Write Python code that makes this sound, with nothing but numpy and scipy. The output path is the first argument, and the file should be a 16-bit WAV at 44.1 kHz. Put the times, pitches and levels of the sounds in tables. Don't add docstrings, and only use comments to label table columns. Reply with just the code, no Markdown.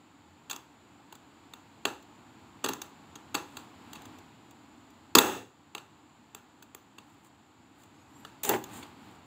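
import sys
import numpy as np
from scipy import signal
from scipy.fft import rfft, irfft, next_fast_len
from scipy.io import wavfile
from scipy.ndimage import uniform_filter1d, minimum_filter1d

SR = 44100
rng = np.random.default_rng(int(sys.argv[2]) if len(sys.argv) > 2 else 0)


def master(y):
    cut = np.clip(np.atleast_2d(y).T, -1, 1)
    pcm = np.round(cut * 32767)
    wavfile.write(sys.argv[1], SR, pcm.astype(np.int16))


N = 408347


def from_db(db):
    return 10 ** (np.asarray(db) / 20)


def to_db(gain):
    return 20 * np.log10(gain + 1e-7)


def unit_rms(x):
    return x / np.sqrt(np.mean(x ** 2) + 1e-20)


def at_hz(rows, hz, column=1):
    rows = np.array(rows)
    return np.interp(np.log(hz + 1), np.log(rows[:, 0]), rows[:, column])


def coloured(x, spectrum):
    size = next_fast_len(N)
    gain = from_db(at_hz(spectrum, np.fft.rfftfreq(size, 1 / SR)))
    return unit_rms(irfft(rfft(x, size) * gain, size)[:N])


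def resonate(x, hz, width_hz):
    r = np.exp(-np.pi * width_hz / SR)
    return signal.lfilter([1, 0, -1], [1, -2 * r * np.cos(2 * np.pi * hz / SR), r * r], x)


# t/s, relative level/dB
AIR_BEFORE_SNAP = [(0.0, -59), (4.05, -53), (4.35, -56), (5.1, -57)]
AIR_AFTER_SNAP = [(5.5, -61), (5.8, -59), (7.53, -60), (8.35, -56)]
# f/Hz, relative density/dB
AIR_SPECTRUM = [(55, -12.5), (90, 0), (170, -5.5), (295, 2), (400, -9.5), (560, -14.5), (850, -6),
                (1400, -13), (1850, -17.5), (2600, -18), (4500, -23), (5600, -33.5), (10000, -39)]
# f/Hz, bandwidth/Hz, level/dB at the median air level
HISS_BANDS = [(7130, 470, -74), (7800, 310, -82)]
def background(air_db=.5, hiss_follow=0.73):
    level_db = np.interp(np.arange(N) / SR, *np.transpose(AIR_BEFORE_SNAP + AIR_AFTER_SNAP))
    air = from_db(level_db + air_db) * coloured(rng.standard_normal(N), AIR_SPECTRUM)
    hiss = 0
    for hz, width, db in HISS_BANDS:
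        band = resonate(rng.standard_normal(N), hz, width)
        hiss += from_db(db) * unit_rms(resonate(band, hz, 2 * width))
    return air + hiss * from_db(hiss_follow * (level_db - np.median(level_db)))


def slip_force(t, slip_ms, grit=.45, catches=4):
    slip_s = slip_ms * 1e-3
    force = grit * rng.standard_normal(len(t)) / (1 + (t / slip_s) ** 3)
    caught_at = ((np.arange(catches) + rng.random(catches)) / catches * slip_s * SR).astype(int)
    force[caught_at] += rng.choice([-1, 1], catches) * (1 + rng.random(catches))
    pressure = 1 - np.exp(-t / (.25 * slip_s))
    return force * pressure


PART_MODES = { "case": [(2744, 160, 0.5), (3393, 170, 2), (3750, 540, 0), (4630, 190, -3.5)],
              "table": [(260, 150, -6), (403, 100, -1)], "movement": [(850, 120, -3), (1100, 190, 0),
              (1361, 270, -1.5), (1780, 190, -5.5)], "tweezers": [(6470, 340, 0.5), (7550, 140, 0),
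              (7800, 230, -3.5), (9000, 490, -10.5)], "small parts": [(10700, 1200, -6), (13000, 300, -8.5),
              (14100, 940, -0.5), (15400, 190, 2)], }
def ring_parts(force, shares_db, crack_db, widen, detune, scatter_db):
    sound = from_db(crack_db) * unit_rms(force)
    for modes, share_db in zip(PART_MODES.values(), shares_db):
        part = 0
        for k, (hz, width, db) in enumerate(modes):
            ring = resonate(force, hz * (1 + detune * rng.uniform(-1, 1)), width * widen)
            part += (-1) ** k * from_db(db + scatter_db * rng.standard_normal()) * unit_rms(ring)
        sound += from_db(share_db) * unit_rms(part)
    return sound


def impact(t, level_db, slip_ms, weight_db, hardness_db, spot_hz):
    movement_db = 1.5 + .24 * weight_db
    tweezers_db = -.5 + .35 * hardness_db
    shares_db = [0, weight_db, movement_db, tweezers_db, hardness_db]
    force = slip_force(t, slip_ms)
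    click = ring_parts(force, shares_db, crack_db=-10.5, widen=0.73, detune=.03, scatter_db=1.0)
    struck_spot = unit_rms(resonate(force, spot_hz, width_hz=260))
    click += from_db(-6) * np.std(click) * struck_spot
    impulse = 1.0 * (t == 0)
    spread = ring_parts(impulse, shares_db, crack_db=-5.0, widen=1.15, detune=.019, scatter_db=2.0)
    dryness = from_db(0.6 * min(level_db + 46, 0))
    gain = from_db(level_db - 2.5) * np.sqrt(.01 / t[-1])
    return gain * click, gain * dryness * spread


# t/s, relative case level/dB, slip time/ms, weight/dB, hardness/dB, f/Hz of the struck spot
TOUCHES = [(0.4966, -41, 6.2, -12, -3, 3200), (0.5089, -35.5, 6, -22, -11, 6800),
           (0.529, -43.5, 3.5, -7, -7, 3400), (0.5617, -48.5, 1.54, -5, -3, 6460),
           (1.1244, -51.5, 3.3, -5.5, -5, 830), (1.5357, -48.5, 2.2, -7, -7, 3620),
           (1.852, -28, 3.2, -2, -12, 2840), (2.6403, -30, 7.2, -1, -11, 7500),
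           (2.661, -38.5, 1.9, 4, -11, 3410), (2.685, -33, 5.6, -8, -6, 15300),
           (2.733, -42.5, 2.9, -3, -1, 6600), (2.816, -42, 4.3, -7, -3, 6170),
           (3.154, -48.5, 6.1, -4, -13, 6600), (3.343, -34.5, 4.7, -2, -9, 1070),
           (3.349, -29.5, 3.55, -3, -10, 4430), (3.568, -42, 4.6, -9, -7, 3450),
           (3.931, -45.5, 2.8, -26, -4, 3360), (3.951, -46.5, 8.3, -17, -21, 3360),
           (5.151, -8.5, 4.3, 1.5, -4, 4560), (5.185, -3, 4.3, 0, 1, 3700),
           (5.7492, -40, 2.45, -4, -12, 2710), (5.7795, -47, 2.9, -28, -18, 2690),
           (6.348, -47, 1.23, -5, -3, 7350), (6.623, -54, 5.5, -8, -2, 1100),
           (6.7479, -50.5, 1.2, 0, 3, 7400), (6.9817, -50, 5.1, -4, -14, 2800),
           (8.2487, -46.5, 3.5, -7, -25, 1420), (8.4327, -43.5, 2.8, -26, 10, 13770),
           (8.448, -40, 3.9, 2, 6, 7160), (8.4911, -32.5, 2.5, 1, 11, 15500),
           (8.639, -48, 2.8, -12, 0.5, 6700), (8.827, -46.5, 8.1, -13, -25, 2280)]
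# t/s, nominal peak level/dB
GRAZES = [(1.1513, -39), (2.0238, -47), (2.8594, -46), (4.0183, -40), (4.0534, -38), (4.1849, -43.5),
          (4.5082, -43.5), (4.9025, -49.5), (7.8331, -45)]
# t/s, relative case level/dB
BUMPS = [(2.692, -44.5), (8.497, -39), (8.537, -48)]
def contacts(graze_crest_db=18):
    grazes = [(s, db - graze_crest_db, 4, -12, -3, 7200) for s, db in GRAZES]
    bumps = [(s, db, 2.6, 11, -11, 890) for s, db in BUMPS]
    t = np.arange(int(.05 * SR)) / SR
    direct, room_feed = np.zeros((2, N + len(t)))
    for start, *blow in TOUCHES + bumps + grazes:
        click, spread = impact(t, *blow)
        span = slice(int(start * SR), int(start * SR) + len(t))
        direct[span] += click
        room_feed[span] += spread
    return direct[:N], room_feed[:N]


# f/Hz, reverberation time T60/s, level/dB relative to the feed
ROOM_DECAY = [(107, 0.45, 4), (370, 0.33, -1.5), (1100, 0.3, -2.7), (3000, 0.33, -9.3), (7350, 0.31, -10.5),
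              (15000, 0.26, -13)]
def room(x, build_s=0.0087, echo_s=0.021, echo_db=-18.5, echo_hz=7150, echo_width_hz=900):
    t = np.arange(int(.8 * SR)) / SR
    edges_hz = np.geomspace(70, 17000, 17)
    response = np.zeros(len(t))
    for low, high in zip(edges_hz, edges_hz[1:]):
        hz = np.sqrt(low * high)
        bandpass = signal.butter(2, [low, high], "band", fs=SR, output="sos")
        band = signal.sosfilt(bandpass, rng.standard_normal(len(t)))
        envelope = np.exp(-np.log(1000) * t / at_hz(ROOM_DECAY, hz)) * (1 - np.exp(-(t / build_s) ** 2))
        gain = from_db(at_hz(ROOM_DECAY, hz, column=2)) * np.sqrt(2 * (high - low) / SR / len(t))
        response += gain * unit_rms(band * envelope)
    delayed_impulse = np.arange(len(t)) == int(echo_s * SR)
    echo = resonate(delayed_impulse, echo_hz, echo_width_hz) * np.pi * echo_width_hz / SR
    return signal.fftconvolve(x, response + from_db(echo_db) * echo)[:N]


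def arch(start, length):
    return np.sin(np.pi * np.clip((np.arange(N) / SR - start) / length, 0, 1))


# t/s, duration/s, friction level/dB, swell level/dB
STROKES = [(3.378, 0.37, -67, -57), (3.72, 0.59, -74, -53.5), (6.95, .35, -76, -64), (7.22, .08, -63, -70),
           (7.74, .16, -67, -64), (8.055, .42, -75, -61.5), (8.546, .42, -62, -48.5),
           (8.687, .15, -52.5, -60), (8.896, .35, -72, -54)]
def stroke_gains(resting_grip_db=-92):
    friction, swell = from_db(resting_grip_db), 0
    for start, length, friction_db, swell_db in STROKES:
        envelope = arch(start, length)
        friction += from_db(friction_db) * envelope ** 2
        swell += from_db(swell_db) * envelope
    return friction, swell


def sliding(level_db, spectrum, catches_per_s, grain_db, smooth, thinning):
    density = from_db(thinning * (level_db - level_db.max()))
    sizes = from_db(grain_db * np.minimum(rng.exponential(1, N), 3)) * rng.choice([-1, 1], N)
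    caught = rng.random(N) < catches_per_s * density / SR
    grains = sizes * caught / np.sqrt(density)
    return from_db(level_db) * coloured(grains + smooth * rng.standard_normal(N), spectrum)


# f/Hz, relative density/dB
RUB_SPECTRUM = [(150, -7.5), (900, 2), (1500, -4), (3600, 2.5), (5400, -11.5), (6600, 3.5), (7200, 10),
                (8300, 3.5), (11500, -4.5), (15200, 1)]
def watch_rub(gain):
    return sliding(to_db(gain), RUB_SPECTRUM, catches_per_s=5000, grain_db=2.0, smooth=.3, thinning=.7)


def wander(samples):
    return unit_rms(uniform_filter1d(uniform_filter1d(rng.standard_normal(N), samples), samples))


# t/s, duration/s, f/Hz at full speed, level/dB
SQUEAKS = [(7.92, 0.18, 6750, -75), (8.07, .3, 7630, -68)]
# frequency ratio, relative level/dB
SQUEAK_PARTIALS = [(.76, -11), (1, -0.5), (1.24, -12), (1.43, -14), (1.7, -8)]
def squeaks(sag_at_rest=.13, waver=.009, flicker_db=4.5):
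    sound = 0
    for start, length, top_hz, db in SQUEAKS:
        speed = arch(start, length)
        hz = top_hz * (1 - sag_at_rest * (1 - speed) + waver * wander(samples=24))
        phase = 2 * np.pi * np.cumsum(hz) / SR
        for ratio, partial_db in SQUEAK_PARTIALS:
            gain = speed * from_db(db + partial_db + flicker_db * wander(samples=700))
            sound += gain * np.sin(ratio * phase)
    return sound


def pull_gains(start_s=8.432, attack_s=.005, hold_s=.13, release_s=.02,
               scrape_db=-33, fall_db_per_s=110, drag_db=-43.5, flap_db=-29.5, flap_s=.018):
    t = np.arange(N) / SR
    elapsed = np.maximum(t - start_s, 0)
    touching = np.minimum(elapsed / attack_s, 1) * np.exp(-np.maximum(elapsed - hold_s, 0) / release_s)
    scrape = from_db(scrape_db - fall_db_per_s * elapsed)
    flaps = sum(np.exp(-((t - s - flap_s / 2) / flap_s) ** 2) for s, _ in BUMPS)
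    trailing = from_db(drag_db) + from_db(flap_db) * flaps
    return touching * scrape, touching * trailing


# f/Hz, relative density/dB
TABLE_SPECTRUM = [(50, -27), (170, -9), (410, 1), (620, -11.5), (870, 0.5), (1250, -18.5), (1600, -9),
                  (9000, -42.5)]
def strap_drag(gain):
    return sliding(to_db(gain), TABLE_SPECTRUM, catches_per_s=1400, grain_db=1.0, smooth=.11, thinning=.18)


def scene():
    clicks, room_feed = contacts()
    friction, swell = stroke_gains()
    scrape, trailing = pull_gains()
    rubbing = watch_rub(friction + scrape) + strap_drag(trailing)
    background_swells = swell * coloured(rng.standard_normal(N), AIR_SPECTRUM)
    direct = clicks + rubbing + squeaks()
    reverberation = room(room_feed + .5 * rubbing)
    return (direct + reverberation + background() + background_swells)[None]


def limiter(x, release_db_per_s=88):
    over_db = np.maximum(to_db(np.abs(x)), 0)
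    ramp_db = release_db_per_s * np.arange(N) / SR
    cut_db = np.maximum.accumulate(over_db + ramp_db) - ramp_db
    gain_db = uniform_filter1d(minimum_filter1d(-cut_db, size=45), size=45)
    return x * from_db(gain_db)


def record(dry, ceiling=0.97, low_cut_hz=70, high_cut_hz=15600):
    rounded = ceiling * np.tanh(limiter(dry[0]) / ceiling)
    highpass = signal.butter(2, low_cut_hz, "high", fs=SR, output="sos")
    lowpass = signal.ellip(10, .3, 70, high_cut_hz, fs=SR, output="sos")
    return signal.sosfilt(lowpass, signal.sosfilt(highpass, rounded))[None]


dry = scene()
out = record(dry)
master(out)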